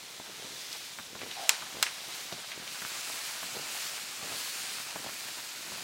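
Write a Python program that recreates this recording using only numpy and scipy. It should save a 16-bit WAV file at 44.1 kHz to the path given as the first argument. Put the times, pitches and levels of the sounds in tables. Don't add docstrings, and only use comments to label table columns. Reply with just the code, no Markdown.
import sys
import numpy as np
from scipy import signal
from scipy.fft import rfft, irfft, next_fast_len
from scipy.io import wavfile
from scipy.ndimage import uniform_filter1d, map_coordinates

SR = 44100
rng = np.random.default_rng(int(sys.argv[2]) if len(sys.argv) > 2 else 0)


def store_pcm(level_fs):
    pcm = np.round(np.clip(level_fs, -1, 1) * 32767).astype(np.int16)
    wavfile.write(sys.argv[1], SR, np.atleast_2d(pcm).T)


N = 257103
TIME = np.arange(N) / SR


def amp(db):
    return 10 ** (np.asarray(db) / 20)


def unit(x):
    return x / np.sqrt(np.mean(x ** 2) + 1e-20)


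def burst(x):
    return x / np.sqrt(np.sum(x ** 2) / (SR // 100))


def add(track, s, sound):
    part = track[round(s * SR):][:len(sound)]
    part += sound[:len(part)]


def swell(s, rise_s, fall_s):
    return np.exp(-((TIME - s) / np.where(TIME < s, rise_s, fall_s)) ** 2)


def wobble(rate):
    return map_coordinates(rng.standard_normal(int(N * rate / SR) + 4), [TIME * rate])


def filtered(x, response):
    size = next_fast_len(len(x) + 8192)
    return irfft(rfft(x, size) * response(np.fft.rfftfreq(size, 1 / SR)), size)[:len(x)]


def colour(points, hz):
    f, db = np.transpose(points)
    return amp(np.interp(np.log(hz + 1), np.log(f), db))


def resonance(hz, centre_hz, q):
    return 1j * hz * centre_hz / q / (centre_hz ** 2 - hz ** 2 + 1j * hz * centre_hz / q)


def grains(rate, spread_db):
    impulses = (rng.random(N) < rate / SR) * rng.standard_normal(N)
    return unit(impulses * amp(spread_db * rng.standard_normal(N)))


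def patchy(x, depth_db):
    spectrum = signal.stft(x, nperseg=512)[2]
    patches = uniform_filter1d(rng.standard_normal(spectrum.shape), size=7, axis=0)
    patches = uniform_filter1d(patches, size=22, axis=1)
    return signal.istft(spectrum * amp(depth_db * unit(patches)), nperseg=512)[1][:N]


# frequency in Hz, relative density in dB.
SNOW_TOWARD = [(15, -56), (25, -33), (133, -10), (352, -8), (392, -7), (527, -4), (672, -3.5), (955, -4),
               (1680, -3.5), (1870, -5), (2030, -3), (2730, -3), (3780, -0.5), (8050, -7.5), (15800, -12.5)]
SNOW_AWAY = [(15, -58), (25, -37), (123, -7.5), (557, -4), (637, -4), (981, -3), (1470, -1.5), (1980, -4),
             (2460, -1.5), (3390, -3.5), (4450, -1), (5520, -5), (7630, -5.5), (14600, -12), (15800, -10.5)]
def friction(behind, lo_hz, hi_hz, rate, spread_db, flutter_db):
    band = lambda hz: 1 / np.sqrt((1 + (lo_hz / (hz + 1)) ** 8) * (1 + (hz / hi_hz) ** 8))
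    crystals = grains(rate, spread_db)
    toward = unit(filtered(crystals, lambda hz: colour(SNOW_TOWARD, hz) * band(hz)))
    away = unit(filtered(crystals, lambda hz: colour(SNOW_AWAY, hz) * band(hz)))
    return (toward + behind * (away - toward)) * amp(flutter_db * wobble(45))


# time in seconds, hiss level in dB.
GLIDE = [(0, -47.5), (0.9, -47.5), (1.12, -49), (1.36, -43.5), (2.0, -44), (2.6, -45), (2.82, -42),
         (4.15, -43), (5.83, -44.5)]
# time of top speed in seconds, surge in dB, rise time in seconds.
TUGS = [(0.636, 3.5, 0.26), (1.432, 2.3, 0.027), (2.155, 2.5, 0.088), (3.127, 2.5, 0.25),
        (3.807, 3.5, 0.14), (4.407, 4.5, 0.16), (4.74, 2.5, 0.11), (5.23, 2.05, 0.19), (5.8, 2.1, 0.12)]
def sled(pass_s=2.64, coast_ratio=1.53):
    glide_db = np.interp(TIME, *np.transpose(GLIDE))
    surge_db = sum(db * swell(s, rise_s, coast_ratio * rise_s) for s, db, rise_s in TUGS)
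    behind = np.clip((TIME - pass_s) * 10, 0, 1)
    pack_db = -60.5 + 4.5 * sum(swell(s, 0.11, 0.11) for s, _, _ in LOADS)
    rub_db = glide_db - 7 + 0.5 * surge_db
    hiss_db = glide_db + surge_db
    spray_db = glide_db - 7 + 1.4 * surge_db + 2 * behind
    pack = amp(pack_db) * friction(behind, 18, 433, rate=1500, spread_db=4, flutter_db=-1.4)
    rub = amp(rub_db) * friction(behind, 530, 2060, rate=5000, spread_db=0.5, flutter_db=1.56)
    hiss = amp(hiss_db) * friction(behind, 1780, 8140, rate=22000, spread_db=0.5, flutter_db=0.36)
    spray = amp(spray_db) * friction(behind, 6200, 18500, rate=30000, spread_db=-2.5, flutter_db=0.83)
    return pack + patchy(rub + hiss + spray, depth_db=0.67)


# start in seconds, level in dB, resonance in Hz, decay time in seconds.
SCUFFS_AND_SCRAPES = [(0.715, -37, 4500, 0.028), (0.988, -44, 2000, 0.0067), (1.188, -37, 2600, 0.01),
                      (1.209, -35, 2130, 0.023), (1.31, -34.5, 3000, 0.011), (1.863, -32, 2000, 0.014),
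                      (2.324, -34.5, 3600, 0.0079), (2.516, -34, 2380, 0.017), (2.672, -34, 3340, 0.011),
                      (3.782, -38.5, 4600, 0.056)]
def scuffs_and_scrapes(rate=2500, rise_ratio=0.17):
    out, t = np.zeros(N), TIME[:SR // 6]
    for s, db, pitch_hz, decay_s in SCUFFS_AND_SCRAPES:
        fractures = grains(rate, spread_db=4.5)[:len(t)]
        rasp = unit(filtered(fractures, lambda hz: resonance(hz, pitch_hz, q=1.2) ** 2))
        envelope = np.exp(-t / decay_s) * (1 - np.exp(-t / (rise_ratio * decay_s)))
        add(out, s, amp(db) * rasp * envelope)
    return out


# start in seconds, relative level in dB, resonance in Hz, crumbling in seconds.
TOUCHES = [(0.197, -46, 660, 0.0038), (0.29, -54.5, 400, 0.014), (0.987, -41.5, 1360, 0.0097),
           (1.152, -45.5, 760, 0.0098), (1.622, -43.5, 1020, 0.011), (2.323, -42, 397, 0.0085),
           (2.575, -52.5, 220, 0.0025), (2.598, -54.5, 239, 0.003), (2.623, -55, 220, 0.0034),
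           (2.82, -42.5, 1420, 0.0099), (2.85, -41, 1470, 0.0019), (3.099, -44.5, 850, 0.0037),
           (3.425, -42.5, 915, 0.011), (4.228, -43, 556, 0.019), (4.959, -39.5, 700, 0.0086),
           (5.719, -45, 650, 0.0039)]
# time in seconds, relative level in dB, resonance in Hz.
LOADS = [(0.442, -47.5, 430), (1.232, -42, 432), (1.769, -43, 500), (3.566, -39.5, 520), (4.32, -43.5, 600),
         (5.062, -40.5, 700), (5.776, -47, 800)]
# offset in seconds, gain in dB.
STAGES = [(-0.018, -6), (0, -2), (0.028, -8)]
def crunches(crumble=0.11, rate=1800, muffle_hz=2600, gain_db=1.7, load_crumble_s=0.012, settle=2.9):
    out, t = np.zeros(N), TIME[:SR // 8]
    collapses = [(s + offset, db + stage_db, pitch_hz, load_crumble_s * amp(stage_db))
                 for s, db, pitch_hz in LOADS for offset, stage_db in STAGES]
    muffling = lambda hz: 1 / (1 + 1j * hz / muffle_hz) ** 2
    for s, db, pitch_hz, crumble_s in TOUCHES + collapses:
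        pockets = crumble * grains(rate, spread_db=1)[:len(t)] * np.sqrt(SR / rate)
        force = lambda decay_s: pockets * np.exp(-t / decay_s) - (t == 0)
        crunch = filtered(force(crumble_s), lambda hz: resonance(hz, pitch_hz, q=1.1) * muffling(hz))
        thud = filtered(force(settle * crumble_s), lambda hz: resonance(hz, 200, q=0.61) ** 2)
        thud_db = -9.5 - 2.5 * np.log2(pitch_hz / 700)
        add(out, s, amp(db + gain_db) * (burst(crunch) + amp(thud_db) * burst(thud)))
    return out


def creak(start_s=1.36, length_s=0.116, attack_s=0.013, release_s=0.01, slip_hz=135, t60=0.024):
    out, t = np.zeros(N), TIME[:SR // 20]
    gaps, sizes = rng.standard_normal(size=(40, 2)).T
    slips = np.cumsum(np.exp(0.26 * gaps)) / slip_hz
    for age, jerk in zip(slips[slips < length_s], sizes):
        grip = min(age / attack_s, 1, (length_s - age) / release_s)
        ring_hz = 785 - 820 * age
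        ring_db = -26 - 45 * age + 2 * jerk
        ring = np.sin(2 * np.pi * ring_hz * t) * amp(-60 * t / t60) * (1 - np.exp(-t / 0.0019))
        add(out, start_s + age, grip * amp(ring_db) * ring)
    return out


def damped_noise(spectrum, t60, damping):
    noise = unit(filtered(rng.standard_normal(SR // 2), lambda hz: colour(spectrum, hz)))
    hz, t, bands = signal.stft(noise, SR, nperseg=64)
    band_t60 = t60 * (np.maximum(hz, 1500) / 3000) ** -damping
    return signal.istft(bands * amp(-60 * t / band_t60[:, None]), nperseg=64)[1][:len(noise)]


# frequency in Hz, relative level in dB.
CRACK_PARTIALS = [(2900, -3.5), (5400, -6.5), (7400, -2), (12500, -12.5)]
# frequency in Hz, relative level in dB, 60 dB decay time in seconds.
FRAME_MODES = [(1020, -11.5, 0.076), (1650, -6, .035), (2205, -6, 0.045), (2600, -24, 0.031),
               (3240, -9, 0.042), (4100, 4.5, 0.015), (5150, -2.5, 0.026), (7550, -25, 0.029)]
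# frequency in Hz, relative density in dB.
RATTLE_SPECTRUM = [(300, -7), (900, -5.5), (2000, -3.5), (3200, -1.5), (5000, -5), (8000, -6.5),
                   (10500, -12.5), (15800, -13)]
ECHO_SPECTRUM = [(300, 3), (700, -4), (2500, -3.5), (5000, -2.5), (9000, -6.5), (15000, -27)]
# start in seconds, crack gain in dB, its 60 dB decay time in seconds,
# then the gains of ring, rattle and echo in dB.
CLACKS = [(1.4932, 0.5, 0.0026, -23.5, -17, -29), (1.8270, -3.5, 0.0016, -19, -18, -32)]
def clacks(radiate_hz=750):
    out, t = np.zeros(N), TIME[:SR // 2]
    for s, crack_db, crack_t60, ring_db, rattle_db, echo_db in CLACKS:
        crack = sum((-1) ** k * amp(db - 60 * t / crack_t60) * np.sin(2 * np.pi * hz * t)
                    for k, (hz, db) in enumerate(CRACK_PARTIALS))
        ring = sum(amp(db + rng.normal(0, 1.6) - 60 * t / t60)
                   * np.sin(2 * np.pi * (hz * t + rng.random())) for hz, db, t60 in FRAME_MODES)
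        rattle = damped_noise(RATTLE_SPECTRUM, t60=0.045, damping=0.3)
        echo = damped_noise(ECHO_SPECTRUM, t60=0.39, damping=0.31) * (1 - np.exp(-t / 0.002))
        direct = amp(crack_db) * crack + amp(ring_db) * ring + amp(rattle_db) * rattle
        add(out, s, direct + amp(echo_db) * echo)
    return signal.sosfilt(signal.butter(3, radiate_hz, "highpass", fs=SR, output="sos"), out)


def scene():
    mono = sled() + crunches() + scuffs_and_scrapes() + creak() + clacks()
    return np.array([mono, mono])


def record(dry, top_hz=15850):
    return np.array([filtered(channel, lambda hz: hz < top_hz) for channel in dry])


dry = scene()
out = record(dry)
store_pcm(out)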